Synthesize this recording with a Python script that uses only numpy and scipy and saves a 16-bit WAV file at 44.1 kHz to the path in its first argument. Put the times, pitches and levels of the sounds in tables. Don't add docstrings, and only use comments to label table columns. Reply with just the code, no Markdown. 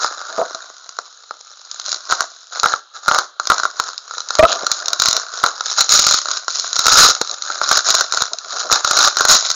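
import sys
import numpy as np
from scipy import signal
from scipy.fft import rfft, irfft
from scipy.io import wavfile
from scipy.ndimage import map_coordinates

SR = 44100
rng = np.random.default_rng(int(sys.argv[2]) if len(sys.argv) > 2 else 0)


def dump(signal):
    limited = np.clip(np.atleast_2d(signal).T, -1, 1)
    pcm = np.round(limited * 32767).astype(np.int16)
    wavfile.write(sys.argv[1], SR, pcm)


N = 421143
TIME = np.arange(N) / SR

# pitch_hz, level_db
FILM_TONE = [(100, -73), (700, -39), (2000, -21.5), (2700, -20.5), (3350, -15), (4030, 2), (4600, -5.5),
             (5300, -3.5), (6100, -5), (6850, 0), (7200, -11), (7800, -42.5), (9000, -42), (10000, -83)]
# pitch_hz, level_db
RUB_TONE = [(120, -29), (300, -14.5), (520, -5), (660, 6), (850, -10), (1200, -1), (2200, -64)]


def gain_of(db):
    return 10 ** (np.asarray(db) / 20)


def evened(x):
    return x / np.sqrt(np.mean(x ** 2) + 1e-20)


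def fade(t, ring_s):
    return np.exp(-np.log(1000) * t / ring_s)


def read(points, hz):
    pitches, values = np.transpose(points)
    return np.interp(np.log(hz + 1), np.log(pitches + 1), values)


def add(mix, start_s, sound):
    part = mix[max(round(start_s * SR), 0):][:len(sound)]
    part += sound[:len(part)]


def swells(rows):
    loudness = np.zeros(N)
    for start_s, length_s, level_db in rows:
        add(loudness, start_s, gain_of(level_db) * signal.windows.tukey(round(length_s * SR), .6))
    return loudness


def noise(tone):
    gains = gain_of(read(tone, np.fft.rfftfreq(N, 1 / SR)))
    return evened(irfft(rfft(rng.standard_normal(N)) * gains, N))


def click(tone, ripple_db, ripple_hz, size=1024):
    hz = np.fft.rfftfreq(size, 1 / SR)
    bumps = rng.standard_normal(size)
    ripple = map_coordinates(bumps, [hz / ripple_hz + 2], order=3, mode="wrap")
    cepstrum = irfft(np.log(gain_of(read(tone, hz) + ripple_db * ripple)))
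    cepstrum[1:size // 2] *= 2
    cepstrum[size // 2 + 1:] = 0
    wave = irfft(np.exp(rfft(cepstrum)))
    return wave / np.linalg.norm(wave)


def room_hiss(level_db=-53.5):
    # pitch_hz, level_db
    hiss_tone = [(60, -65), (300, 8), (700, -1), (1350, 4), (2400, 9), (4000, 34.5), (6900, -18),
                 (7900, -26), (10000, -67)]
    return gain_of(level_db) * noise(hiss_tone)


def room(x, near_db=-13, near_ring_s=0.028, tail_db=-15, size=20000):
    # pitch_hz, ring_s
    ring_times = [(300, 0.31), (1300, 0.25), (5500, 0.28)]
    t = np.arange(size) / SR
    near, tail = rng.choice([-1., 1.], (2, size)) * (rng.random((2, size)) < 4000 / SR)
    near = near * (t > .002) * fade(t, near_ring_s)
    hz, frame_s, bands = signal.stft(tail * (t > .007), SR, nperseg=256)
    bands = bands * fade(frame_s, read(ring_times, hz)[:, None])
    tail = signal.istft(bands, SR, nperseg=256)[1][:size]
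    echoes = gain_of(near_db) * near / np.linalg.norm(near)
    echoes += gain_of(tail_db) * tail / np.linalg.norm(tail)
    return signal.oaconvolve(x, echoes)[:N]


def drags():
    # start_s, length_s, level_db
    slides = [(0.271, 0.11, -37), (4.459, 0.14, -24.5), (4.597, 0.058, -29.5), (4.778, 0.22, -39.5),
              (7.289, 0.063, -37), (8.308, 0.048, -33), (8.436, 0.048, -37.5), (8.522, 0.061, -34),
              (8.626, 0.069, -28.5), (8.736, 0.02, -37)]
    return swells(slides) * noise(RUB_TONE)


def knocks_and_squeak(rattle_db=-21, muffled_hz=1800, size=8000):
    # start_s, level_db, pitch_hz, ring_s
    sounds = [(.381, -12, 657, 0.14), (0.3901, -18.5, 500.5, 0.2), (0.415, -14.5, 700, 0.13),
              (.547, -28.5, 657, 0.11), (4.3925, 12.5, 623, 0.051), (4.4275, 2, 651, 0.064),
              (4.434, 7.5, 679, 0.062), (4.4522, 3, 1312, 0.033), (4.634, -18, 698, 0.034),
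              (7.2136, -8.5, 484, 0.017)]
    # pitch_multiple, level_db
    notes = [(1, 1.5), (.75, -26), (1.53, -15.5), (1.87, -7.5)]
    ringing, contact = np.zeros((2, N))
    t = np.arange(size) / SR
    for start_s, level_db, hz, ring_s in sounds:
        loudness = gain_of(level_db) * fade(t, ring_s)
        chord = sum(gain_of(db) * np.sin(2 * np.pi * hz * multiple * t)
                    for multiple, db in notes if hz * multiple < muffled_hz)
        add(ringing, start_s, loudness * chord)
        add(contact, start_s, np.tanh(loudness / 0.15))
    return ringing + gain_of(rattle_db) * contact * noise(RUB_TONE)


def handling(grip_s=0.024, arch_db=2, release_db_per_s=299.5):
    # time_s, level_db, hollow_above_film_db
    touches = [(0, -33, 2), (.5, -35, 2.5), (.75, -42, -3), (1.4, -45, -6), (2.15, -35, -4.5),
               (2.45, -43.5, -7.5), (2.9, -56, 3), (3.36, -56.5, 7.5), (3.55, -38, -1), (4.05, -42, -1.5),
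               (4.62, -30.5, 0.5), (5.3, -36.5, 1.5), (6.1, -28.5, -7), (6.43, -38.5, -5), (6.9, -29, -1.5),
               (7.4, -35, -2), (8.35, -37, -2), (9.55, -26.5, -5.5)]
    # start_s, length_s, level_db, hollow_above_film_db
    squeezes = [(0, .055, -22, 0), (1.705, .13, -37, -10.5), (1.849, .09, -25.5, -9),
                (2.098, .04, -20, -3.5), (2.183, .035, -25, 2), (2.52, .075, -29.5, -2),
                (2.638, .1, -24.5, 0.5), (2.944, .03, -32, 0), (3.027, .05, -35, -1.5),
                (3.079, .125, -24, 4), (3.404, .075, -34.5, -2.5), (3.496, .035, -19, -5),
                (3.569, .09, -29, 0.5), (3.757, .15, -31, -1), (4.1, .12, -34.5, -7),
                (4.299, .16, -31, -3.5), (4.48, .06, -24, 0), (4.714, .08, -26.5, -9),
                (4.991, .11, -19, -10.5), (5.141, .07, -23.5, -3.5), (5.326, .09, -27.5, -4),
                (5.429, .05, -21.5, -2), (5.646, .11, -23, -12), (5.776, .04, -14.5, -7.5),
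                (5.898, .1, -9, -11), (6.01, .17, -13.5, -12.5), (6.271, .11, -23.5, -5),
                (6.491, .21, -23, -14), (6.749, .1, -20, -9), (6.886, .08, -8, -6.5), (6.964, .1, -2, -6.5),
                (7.203, .14, -30.5, -12), (7.428, .16, -29, -2.5), (7.607, .08, -22, -3),
                (7.685, .1, -14.5, -4), (7.85, .07, -14, -6), (7.931, .09, -18, -5), (8.119, .12, -22, -4),
                (8.487, .14, -26, -4), (8.706, .06, -16, -1), (8.841, .1, -17, -3.5), (8.949, .12, -11, -4),
                (9.175, .1, -21, -0.5), (9.284, .07, -3.5, -9), (9.386, .13, -22.5, -13.5)]
    times, levels, hollowness = np.transpose(touches)
    film_power = gain_of(np.interp(TIME, times, levels)) ** 2
    hollow_power = gain_of(np.interp(TIME, times, levels + hollowness)) ** 2
    for start_s, length_s, level_db, hollow_above_db in squeezes:
        t = TIME - start_s
        grip = np.clip(t / grip_s + .5, 0, 1)
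        arch = np.sin(np.pi * np.clip(t / length_s, 0, 1)) - 2 / np.pi
        let_go_db = release_db_per_s * np.clip(t - length_s, 0, 1)
        power = (grip * gain_of(level_db + arch_db * arch - let_go_db)) ** 2
        film_power += power
        hollow_power += power * gain_of(hollow_above_db) ** 2
    return 10 * np.log10(film_power), 10 * np.log10(hollow_power)


def crackle(film_db, hollow_db, creases_per_s=750, spread_db=6.5, scatter_db=1.5, spots=24):
    # pitch_hz, level_db
    hollow_tone = [(100, -76.5), (250, -27.5), (450, -15), (650, -9.5), (920, -11), (1220, 3.5),
                   (1430, 4.5), (1800, -13), (2400, -35), (3200, -53.5)]
    effort_db = film_db - film_db.mean()
    rate = creases_per_s * np.exp(.02 * effort_db)
    rub = gain_of(-4 - 0.13 * effort_db)
    starts = np.flatnonzero(rng.random(N) < rate / SR)
    strength_db = spread_db * np.minimum(rng.exponential(1, N), 3.17)
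    strength = gain_of(strength_db[starts]) / np.sqrt(rate[starts])
    spot = rng.integers(0, spots, N)[starts]
    out = np.zeros(N)
    for tone, level_db, ripple_hz in ((FILM_TONE, film_db, 600), (hollow_tone, hollow_db, 350)):
        heights = strength * gain_of(scatter_db * rng.standard_normal(N)[starts])
        heights *= rng.choice([-1, 1], N)[starts]
        clicks = np.array([click(tone, ripple_db=6.5, ripple_hz=ripple_hz) for _ in range(spots)])
        places = starts[:, None] + np.arange(clicks.shape[1])
        creases = np.bincount(places.ravel(), (heights[:, None] * clicks[spot]).ravel(), N)[:N]
        out += gain_of(level_db - 1) * (evened(creases) + rub * noise(tone)) / np.hypot(1, rub)
    return out


def rip(slips_per_s=450, spread_db=4):
    # start_s, length_s, level_db
    tears = [(4.462, 0.11, -22.5)]
    # pitch_hz, level_db
    slip_tone = [(1500, -45), (2400, -12), (2750, -5), (4100, 4), (5200, -13), (7000, -17), (8000, -52)]
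    slips = (rng.random(N) < slips_per_s / SR) * gain_of(spread_db * rng.standard_normal(N))
    tearing = signal.oaconvolve(slips, click(slip_tone, ripple_db=-3, ripple_hz=497))[:N]
    return swells(tears) * evened(tearing)


def film_crack(length_s, steps=5, step_db=-2.6):
    wave = np.zeros(2048)
    for k in range(steps):
        delay_s = min(length_s, .015) * (k + rng.uniform(-.45, .45) * (k > 0)) / steps
        height = rng.choice([-1, 1]) * gain_of(step_db * k)
        add(wave, delay_s, height * click(FILM_TONE, ripple_db=0.5, ripple_hz=626))
    return wave / np.linalg.norm(wave)


def air_pop(ring_db=-10, ring_s=0.037, size=2048):
    # pitch_hz, level_db
    pop_tone = [(100, -53), (300, -21), (600, -9), (900, -7), (1150, -0.5), (1380, 8), (1750, -14.5),
                (2400, -28.5), (3500, -50)]
    t = np.arange(size) / SR
    push = click(pop_tone, ripple_db=1.8, ripple_hz=458)
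    ring = signal.fftconvolve(rng.standard_normal(size) * fade(t, ring_s), push)[:size]
    wave = gain_of(ring_db) * ring / np.linalg.norm(ring)
    add(wave, 0, rng.choice([-1, 1]) * push)
    return wave / np.linalg.norm(wave)


def chance_snaps(film_db, hollow_db, snaps_per_s=7, above_db=6, spread_db=1.5, top_db=-7.5, count=400):
    rate = snaps_per_s * np.exp(.04 * (film_db - film_db.mean()))
    starts = np.searchsorted(np.cumsum(rate) / SR, np.cumsum(rng.exponential(1, count)))
    boosts_db = above_db + spread_db * rng.standard_normal((count, 2))
    return [(i / SR, *np.minimum(boost + (hollow_db[i], film_db[i]), top_db))
            for i, boost in zip(starts, boosts_db) if i < N]


def snaps(film_db, hollow_db, crack_s=.0032, growth_per_db=0.041):
    # start_s, pop_db, crack_db
    main_snaps = [(.0458, -7, -23), (.5476, -21, -18.5), (.892, -31, -23), (.988, -13, -18),
                  (1.3092, -17, -29), (1.4103, -56.5, -29.5), (1.7139, -34.5, -17.5), (1.798, -27.5, -17.5),
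                  (1.8921, -42, -16), (1.9177, -35, -11), (1.928, -18, -12.5), (1.9442, -25, -16),
                  (2.0995, -17, -22), (2.1099, -14, -11), (2.1237, 1, -12.5), (2.2065, -6, -8),
                  (2.5978, -29, -9), (2.6326, -6.5, -8.5), (2.6405, -1.5, -28), (2.6587, 4, -12),
                  (2.7374, -5, -21), (3.081, -0.5, -7), (3.0866, -2, -13), (3.1133, 0, -41),
                  (3.1466, -7, -10.5), (3.1863, -1, -6.5), (3.3984, -8, -14.5), (3.4543, -27, -22),
                  (3.472, -20, -9), (3.5007, 8.5, -6.5), (3.5186, 4, -32), (3.5819, -12.5, -12.5),
                  (3.5988, -12, -19), (3.6341, -7.5, -15), (3.6532, -3.5, -19.5), (3.7989, -5, -8.5),
                  (3.889, -19, -22), (3.979, -46, -16), (4.11, -18.5, -26), (4.1376, -23, -30),
                  (4.1818, -20, -16), (4.2046, -23.5, -15.5), (4.2875, -39, -18), (4.3058, -12, -12),
                  (4.353, -18, -11), (4.387, -11, -12.5), (4.5186, -40, -10.5), (4.5282, -37, -11.5),
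                  (4.6668, -10, -6.5), (4.7157, -15.5, -1.5), (4.8585, -34, -13), (4.8828, -21.5, -6.5),
                  (4.932, -13, -4.5), (4.999, -15, -2.5), (5.0201, -5.5, 0), (5.0577, -9.5, -2),
                  (5.0851, -12, -.5), (5.111, -19, -6.5), (5.1292, -15, -4.5), (5.1661, -17, -4),
                  (5.4386, 8, -8.5), (5.4625, -7.5, -8), (5.6081, -12.5, -13.5), (5.7845, -9.5, -12.5),
                  (5.8067, -10, 2.5), (5.8924, -22, -3.5), (5.9934, -10.5, 2.5), (6.0674, -5, 1),
                  (6.089, -18, -4.5), (6.1105, -9, -3.5), (6.1429, -8, -3.5), (6.2569, -15.5, -15.5),
                  (6.2859, -15, -15.5), (6.314, -18, -9.5), (6.4813, -10, -13), (6.597, -34, -9),
                  (6.6443, -18, -23), (6.7303, -23, -9), (6.7643, -14.5, -9), (6.7918, -9, -1.5),
                  (6.8573, -9.5, -6.5), (6.8661, -2, 4.5), (6.8819, 0, -1.5), (7.1505, -21, -12),
                  (7.2142, -11.5, -6), (7.2745, -32, -19), (7.2955, -31, -17), (7.313, -34, -14),
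                  (7.4224, -32, -13), (7.5012, -12.5, -32), (7.615, -5.5, -20.5), (7.7131, 4, -4.5),
                  (7.7728, -10, -2), (7.9038, -13.5, -1.5), (7.95, -12, 0), (8.0089, -6, -3),
                  (8.1233, -13.5, -9), (8.1726, -10.5, -11), (8.2209, -7.5, -5), (8.3336, -27, -12),
                  (8.3863, -38, -16.5), (8.6033, -24, -16.5), (8.6992, -11, -28), (8.7255, -5, 2.5),
                  (8.8475, -5, -7), (8.9108, -4, -4), (9.0764, -7, -15), (9.1697, -9.5, -6),
                  (9.2081, -1.5, -5), (9.2514, -2.5, -2.5), (9.502, -17.5, -7), (9.514, -20, -6.5)]
    out = np.zeros(N)
    scale = np.sqrt(.002 * SR)
    for start_s, pop_db, crack_db in main_snaps + chance_snaps(film_db, hollow_db):
        crack = film_crack(crack_s * np.exp(growth_per_db * (crack_db + 9.5)))
        add(out, start_s, scale * (gain_of(pop_db) * air_pop() + gain_of(crack_db) * crack))
    return out


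def scene(parcel_echo_db=-13, move_hz=0.691):
    film_db, hollow_db = handling()
    wrap = crackle(film_db, hollow_db) + snaps(film_db, hollow_db) + rip()
    parcel = knocks_and_squeak() + drags()
    in_air = wrap + gain_of(parcel_echo_db) * parcel
    turn = 2 * np.pi * move_hz * TIME
    echoes = room(in_air * np.cos(turn)) + room(in_air * np.sin(turn))
    return (wrap + parcel + echoes + room_hiss())[None]


def record(dry, bass_hz=180, ceiling=.72, bias=0.052):
    thin = signal.sosfilt(signal.butter(3, bass_hz, "high", fs=SR, output="sos"), dry)
    clipped = np.clip(thin, bias - ceiling, bias + ceiling)
    pitches_hz, gains = [0, 6000, 10000, 15700, 16300, SR / 2], [1, 1, .58, .45, 0, 0]
    treble_cut = signal.firwin2(255, pitches_hz, gains, window=("kaiser", 9), fs=SR)
    return signal.oaconvolve(clipped, treble_cut[None], "same")


dry = scene()
out = record(dry)
dump(out)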